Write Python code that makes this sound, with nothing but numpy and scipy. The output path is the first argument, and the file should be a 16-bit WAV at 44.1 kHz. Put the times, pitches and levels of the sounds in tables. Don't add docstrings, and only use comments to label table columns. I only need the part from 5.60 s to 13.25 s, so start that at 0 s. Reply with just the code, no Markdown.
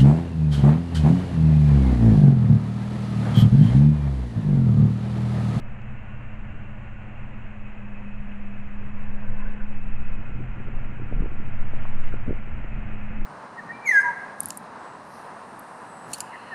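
import sys
import numpy as np
from scipy import signal
from scipy.fft import rfft, irfft, next_fast_len
from scipy.io import wavfile
from scipy.ndimage import uniform_filter1d

SR = 44100
rng = np.random.default_rng(int(sys.argv[2]) if len(sys.argv) > 2 else 0)


def transcribe(signal):
    frames = np.atleast_2d(signal).T
    limited = np.clip(frames, -1, 1)
    pcm = np.round(limited * 32767).astype(np.int16)
    wavfile.write(sys.argv[1], SR, pcm)


N = 337365
TIME = np.arange(N) / SR

# multiple of the turning speed, relative level in dB, change under load in dB.
ENGINE_TONES = [(2, -10, 4.5), (3, -4.5, 0), (3.5, -9, 2.5), (4, 0.1, -1.5), (4.5, -22.5, 1.5),
                (5, -23, 1.5), (6, -19.5, -7), (6.5, -10.5, -5.5), (8, -20, 7.5), (10, -22, -3)]
# time in seconds, turns per second.
ENGINE_SPEED = [(0, 31), (1, 30.67), (1.8, 30.38), (2.3, 29.43), (2.9, 29.04), (3.4, 29.39), (4, 29.47),
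                (4.4, 30.17), (4.8, 30.78), (5.5, 30.96), (6.5, 30.57), (7, 30.42), (7.4, 29.78),
                (7.65, 30)]
# start in seconds, end in seconds.
LOAD_SPANS = [(2.13, 4.34), (7.12, 8.5)]
# time in seconds, pitch in Hz, level in dB.
ACCESSORY_WHINE = [(0, 2590, -65.5), (1.3, 2545, -70.5), (1.9, 2540, -61), (2.4, 2572, -58), (3, 2570, -62),
                   (3.4, 2595, -61.5), (4, 2600, -59), (4.35, 2580, -59), (4.6, 2535, -59),
                   (5.1, 2548, -66), (5.7, 2535, -61.5), (6.4, 2535, -65.5), (7.05, 2530, -70),
                   (7.3, 2520, -60), (7.65, 2550, -60)]
# start and end in seconds, pitch in Hz, width in Hz, level in dB.
FAN_WHIRRS = [(0.4, 1.5, 1448, 16, -61), (1.5, 0.68, 1165, 22, -64), (0.3, 1.3, 1765, 25, -65),
              (0.4, 1.6, 2738, 24, -61.5), (0, 2.5, 580, 70, -62), (4.5, 8.4, 1380, 65, -58),
              (-1.5, 11, 2560, 170, -67), (7, 8.4, 2570, 140, -63)]
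# frequency in Hz, relative dB with the car far, then near.
TYRE_COLOUR = [(58, 6, 9.5), (133, 14.5, 15.5), (167, -2, -1), (260, 5, 7.5), (363, 0.5, -1.5),
               (437, -1.5, -4.5), (515, 3, 2.5), (890, 1.5, 2), (1220, 0.5, -1), (1720, 0.5, 1),
               (2140, -1, 0), (2850, -4, -4), (4000, -2.5, -3.5)]
# time in seconds, then swell, rumble and flutter levels in dB.
BREEZE = [(0, -29, -40.5, -64.5), (1.4, -36.5, -41.5, -53.5), (2.2, -32, -43, -54.5),
          (3.05, -26, -41.5, -59), (3.55, -20, -40, -56), (4.4, -17.5, -39, -48), (4.8, -25.5, -44.5, -43),
          (5.4, -27, -40.5, -42), (5.9, -18, -39, -45), (6.45, -14, -40.5, -49.5), (6.85, -28.5, -35, -49),
          (7.25, -28.5, -33.5, -44), (7.65, -20.5, -36.5, -47)]
# time and spread in seconds, thump in dB, thump in Hz, flutter in dB.
WIND_BUFFETS = [(.45, .035, -38, 40, -58), (0.806, 0.032, -36, 26, -54), (0.945, .07, -42, 77, -47),
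                (1.83, 0.045, -37, 24, -57), (2.321, 0.036, -43, 25, -63), (2.602, .045, -33.5, 25, -63),
                (3.255, 0.054, -41.5, 28, -47), (3.508, 0.044, -36, 26, -61),
                (3.693, 0.042, -29.5, 20.3, -56.5), (3.85, 0.029, -23, 19.6, -65),
                (4.03, .04, -30.5, 21, -58), (4.275, 0.048, -28, 23, -46), (4.415, 0.024, -35, 52, -56),
                (4.54, 0.047, -29.5, 28, -49), (4.738, 0.018, -32.5, 55, -50), (4.82, .05, -40, 120, -43.5),
                (4.9, .03, -30.5, 33, -55), (5.13, .04, -23, 13.7, -58), (5.23, .05, -28, 24, -63),
                (5.585, 0.049, -20, 25, -33.5), (6.015, .04, -28, 16, -61), (6.55, .03, -34, 32, -37.5),
                (6.697, 0.021, -31, 48, -28.5), (6.755, 0.015, -39.5, 37, -35.5),
                (6.934, 0.015, -30.5, 77, -49), (7.18, 0.043, -33, 30, -51)]
# start in seconds, peak in dB, pitch in Hz, fade time in seconds.
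GRIT_SNAPS = [(1.238, -43, 3750, 0.024), (2.717, -37.5, 2900, 0.008), (3.6, -46, 3750, 0.032),
              (3.892, -40, 4100, 0.012), (4.003, -39.5, 1500, 0.015), (6.251, -34, 1050, 0.005),
              (6.48, -34.5, 4100, 0.018), (6.523, -36, 1430, 0.007), (6.541, -38, 1370, 0.004)]
# time in seconds, spread in seconds, level in dB.
BRIGHT_SCUFFS = [(1.255, 0.018, -51), (6.265, 0.071, -44.5), (6.488, 0.046, -40.5)]
# multiple of its base pitch, relative level in dB.
FAR_CAR_TONES = [(2.5, -2), (3, 1.5), (3.5, -5.5), (5, -3.5), (6, 0.5), (8.5, -6.5), (9, -1), (10, -1),
                 (12, -5)]
# time in seconds, level in dB, pitch in Hz.
WIND_POPS = [(4.695, -35, 360), (4.805, -30, 260), (5.003, -30, 245), (5.074, -36, 295),
             (5.085, -31.5, 330), (5.321, -33.5, 278), (5.399, -30, 376), (5.421, -26, 230),
             (5.526, -24, 440), (5.582, -36, 315), (5.607, -19, 159), (5.623, -24.5, 288),
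             (5.643, -28.5, 296), (5.66, -23.5, 317), (5.72, -31, 260), (5.756, -36, 450),
             (5.802, -30, 240), (6.042, -41, 290), (6.136, -27, 530), (6.254, -31, 750), (6.541, -23, 380),
             (6.6825, -20, 201), (6.69, -23, 240), (6.695, -25, 400), (6.7087, -16.5, 310),
             (6.729, -24, 350), (6.875, -39, 380), (7.045, -33, 400)]
# frequency in Hz, gain in dB.
CAMERA_RESPONSE = [(2600, 0.5), (2850, -2.5), (3100, -9), (3400, -18), (3800, -25), (4400, -29.5),
                   (5000, -37), (6000, -39), (7200, -33.5), (8000, -38.5), (9000, -62)]
# frequency in Hz, relative level in dB.
CAMERA_HISS = [(3000, -7), (5200, -13), (6300, -2.5), (7200, -0.5), (7900, -3), (8700, -21.5),
               (15000, -30.5)]


def undb(db):
    return 10 ** (np.asarray(db) / 20)


def unit(x):
    return x / np.sqrt(np.mean(x ** 2))


def curves(table):
    times, *columns = np.transpose(table)
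    return [np.interp(TIME, times, column) for column in columns]


def colour(x, points):
    hz, db = np.transpose(points)
    size = next_fast_len(N + SR // 2, True)
    bins_hz = np.maximum(np.fft.rfftfreq(size, 1 / SR), .5)
    gain = undb(np.interp(np.log(bins_hz), np.log(hz), db))
    padded = np.r_[x, np.linspace(x[-1], x[0], size - N)]
    return irfft(rfft(padded) * gain, size)[:N]


def noise(points):
    return unit(colour(np.pad(rng.standard_normal(N - 2), 1), points))


def resonate(x, hz, width_hz):
    return signal.lfilter(*signal.iirpeak(hz, hz / width_hz, fs=SR), x)


def walk(rate):
    hold = int(SR / rate)
    steps = rng.standard_normal(2048)[np.arange(N) // hold % 2048]
    return 1.3 * uniform_filter1d(uniform_filter1d(steps, hold), hold)


def bell(at_s, spread_s):
    return np.exp(-.5 * ((TIME - at_s) / spread_s) ** 2)


def rough_tone(hz, width_hz):
    jitter = rng.standard_normal(N) + 1j * rng.standard_normal(N)
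    drift = signal.lfilter([1], [1, -np.exp(-np.pi * width_hz / SR)], jitter)
    turns = np.cumsum(hz * np.ones(N)) / SR
    return unit((drift * np.exp(2j * np.pi * turns)).real)


def engine(idle_hz=31, idle_db=-42.5, sag_db_per_hz=3, load_ramp_s=0.63, stumble_rad=0.9):
    turn_hz, = curves(ENGINE_SPEED)
    load = sum(np.clip(.5 + np.minimum(TIME - start, end - TIME) / load_ramp_s, 0, 1)
               for start, end in LOAD_SPANS)
    firing_db = idle_db - sag_db_per_hz * (idle_hz - turn_hz)
    angle = 2 * np.pi * np.cumsum(turn_hz * (1 + 0.003 * walk(12))) / SR
    lope_db = 0.7 * walk(11)
    hum = 0
    for multiple, db, load_db in ENGINE_TONES:
        lumps_db = (1.48 + 0.9 * load) * walk(16)
        stumble = stumble_rad * load * walk(28)
        tone = np.sin(multiple * angle + stumble + 2 * np.pi * rng.random())
        hum += undb(db + load_db * load + lumps_db + lope_db) * tone
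    return np.sqrt(2) * hum * undb(firing_db) + exhaust(turn_hz, angle, load)


def exhaust(turn_hz, angle, load, multiple=7, pipe_hz=204, width_hz=17, boom_db=-47.5, gas_db=-48):
    in_tune = 1 / np.hypot(1, (multiple * turn_hz - pipe_hz) / width_hz)
    boom = in_tune * np.sin(multiple * angle + 0.28 * walk(45)) * undb(0.2 * walk(45))
    boom *= np.sqrt(2) * undb(boom_db + 6.5 * load)
    gas = resonate(rng.standard_normal(N), pipe_hz, 1.5 * width_hz)
    gas = unit(resonate(gas, pipe_hz, 1.5 * width_hz))
    return boom + gas * undb(gas_db - 6 * in_tune ** 2)


def engine_bay(fade_s=0.51, wander=0.004):
    whine_hz, whine_db = curves(ACCESSORY_WHINE)
    out = undb(whine_db) * rough_tone(whine_hz, width_hz=34)
    for start, end, hz, width_hz, db in FAN_WHIRRS:
        presence = np.clip(1 + np.minimum(TIME - start, end - TIME) / fade_s, 0, 1)
        out += undb(db) * presence * rough_tone(hz * (1 + wander * walk(2)), width_hz)
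    return out


def tyres(far_db=-42, near_db=-39.5, approach_s=2.03, arrived_s=7.35, flicker_db=0.58):
    closeness = np.clip((TIME - approach_s) / (arrived_s - approach_s), 0, 1)
    surge_db = 1.5 * bell(6.185, 0.18)
    level_db = far_db + (near_db - far_db) * closeness ** 2 + surge_db
    hz, far_colour, near_colour = np.transpose(TYRE_COLOUR)
    far = np.sqrt(1 - closeness) * noise(np.c_[hz, far_colour])
    near = np.sqrt(closeness) * noise(np.c_[hz, near_colour])
    return (far + near) * undb(level_db + flicker_db * walk(25))


def eddies(points):
    swing = signal.hilbert(noise(points))
    return swing.real / np.abs(swing)


def wind(patchy_db=3, swell_uneven_db=1, rumble_uneven_db=1.5):
    swell_gain, rumble_gain, flutter_gain = undb(curves(BREEZE))
    for at_s, spread_s, _, _, flutter_db in WIND_BUFFETS:
        flutter_gain = np.hypot(flutter_gain, undb(flutter_db) * bell(at_s, spread_s))
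    swell = eddies([(3, -26), (6.5, 1), (8, 0), (13, -17), (24, -37.5), (60, -90.5)])
    swell = colour(swell, [(2, -19.5), (5, -1), (14, 6.5), (22, -7.5), (45, -37.5), (100, -90.5)])
    rumble = eddies([(12, -18.5), (22, -1.5), (32, 1), (50, -10), (75, -14.5), (120, -23),
                     (250, -53.5), (800, -92)])
    rumble = colour(rumble, [(70, -4), (130, -1), (250, -17.5), (800, -52.5)])
    flutter = noise([(30, -14.5), (70, 0.5), (150, -2), (250, -9.5), (340, -12.5), (440, -16),
                     (650, -26), (1000, -42.5), (2000, -75.5)])
    flutter = unit(flutter * undb(patchy_db * walk(70)))
    swell = unit(swell * undb(swell_uneven_db * walk(22)))
    rumble = unit(rumble * undb(rumble_uneven_db * walk(24)))
    return swell * swell_gain + rumble * rumble_gain + flutter * flutter_gain


def tick(at_s=0.2183, peak_db=-45.5):
    spike = 1. * (np.arange(N) == int(at_s * SR))
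    click = colour(spike, [(1000, 3), (3000, 5), (4500, -2), (6000, -2), (7500, -1), (8700, -35)])
    return undb(peak_db) * click / click.max()


def buffets(wander=0.12):
    out = np.zeros(N)
    wobbly_time = np.cumsum(1 + wander * walk(30)) / SR
    for at_s, spread_s, db, hz, _ in WIND_BUFFETS:
        throb = np.sin(2 * np.pi * (hz * wobbly_time + rng.random()))
        out += np.sqrt(2) * undb(db) * bell(at_s, spread_s) * throb
    return out


def grit(relative_width=0.31):
    out = np.zeros(N)
    for start, db, hz, decay_s in GRIT_SNAPS:
        burst = rng.standard_normal(N) * (TIME >= start) * np.exp(-np.abs(TIME - start) / decay_s)
        ring = resonate(resonate(burst, hz, relative_width * hz), hz, relative_width * hz)
        out += undb(db) * ring / np.abs(ring).max()
    return out


def rustle(pull_in_db=-59.5, patchy_db=4):
    scuffs = sum(undb(db) * bell(at_s, spread_s) for at_s, spread_s, db in BRIGHT_SCUFFS)
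    pull_in = undb(pull_in_db) * bell(8.1, 0.45)
    grain = noise([(1200, -14), (2500, -10.5), (4000, -6.5), (7500, -0.5), (9000, -21.5)])
    return (scuffs + pull_in) * unit(grain * undb(patchy_db * walk(120)))


def far_car(at_s=3.72, base_hz=171.3, sag_hz_per_s=13, wander=0.018, gain_db=-57.5, flicker_db=3):
    pitch_hz = (base_hz - sag_hz_per_s * (TIME - at_s)) * (1 + wander * walk(14))
    drone = sum(undb(db + flicker_db * walk(14)) * rough_tone(multiple * pitch_hz, width_hz=45)
                for multiple, db in FAR_CAR_TONES)
    return undb(gain_db) * bell(at_s, spread_s=0.28) * drone


def pops(spread_cycles=0.33, lopsided_rad=0.55):
    out = np.zeros(N)
    for at_s, db, hz in WIND_POPS:
        near = np.abs(TIME - at_s) < .02
        cycles = (TIME[near] - at_s) * hz
        kick = np.sin(2 * np.pi * cycles + lopsided_rad * rng.standard_normal())
        out[near] += undb(db) * np.exp(-.5 * (cycles / spread_cycles) ** 2) * kick
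    return out


def scene():
    cars = engine() + engine_bay() + far_car() + tyres() + grit() + rustle()
    return (cars + wind() + buffets() + pops())[None]


def record(dry, hiss_db=-81, top_hz=15300):
    heard = colour(dry[0], CAMERA_RESPONSE) + undb(hiss_db) * noise(CAMERA_HISS) + tick()
    treble_cut = signal.ellip(8, .2, 70, top_hz, fs=SR, output="sos")
    return signal.sosfilt(treble_cut, heard)[None]


dry = scene()
out = record(dry)
transcribe(out)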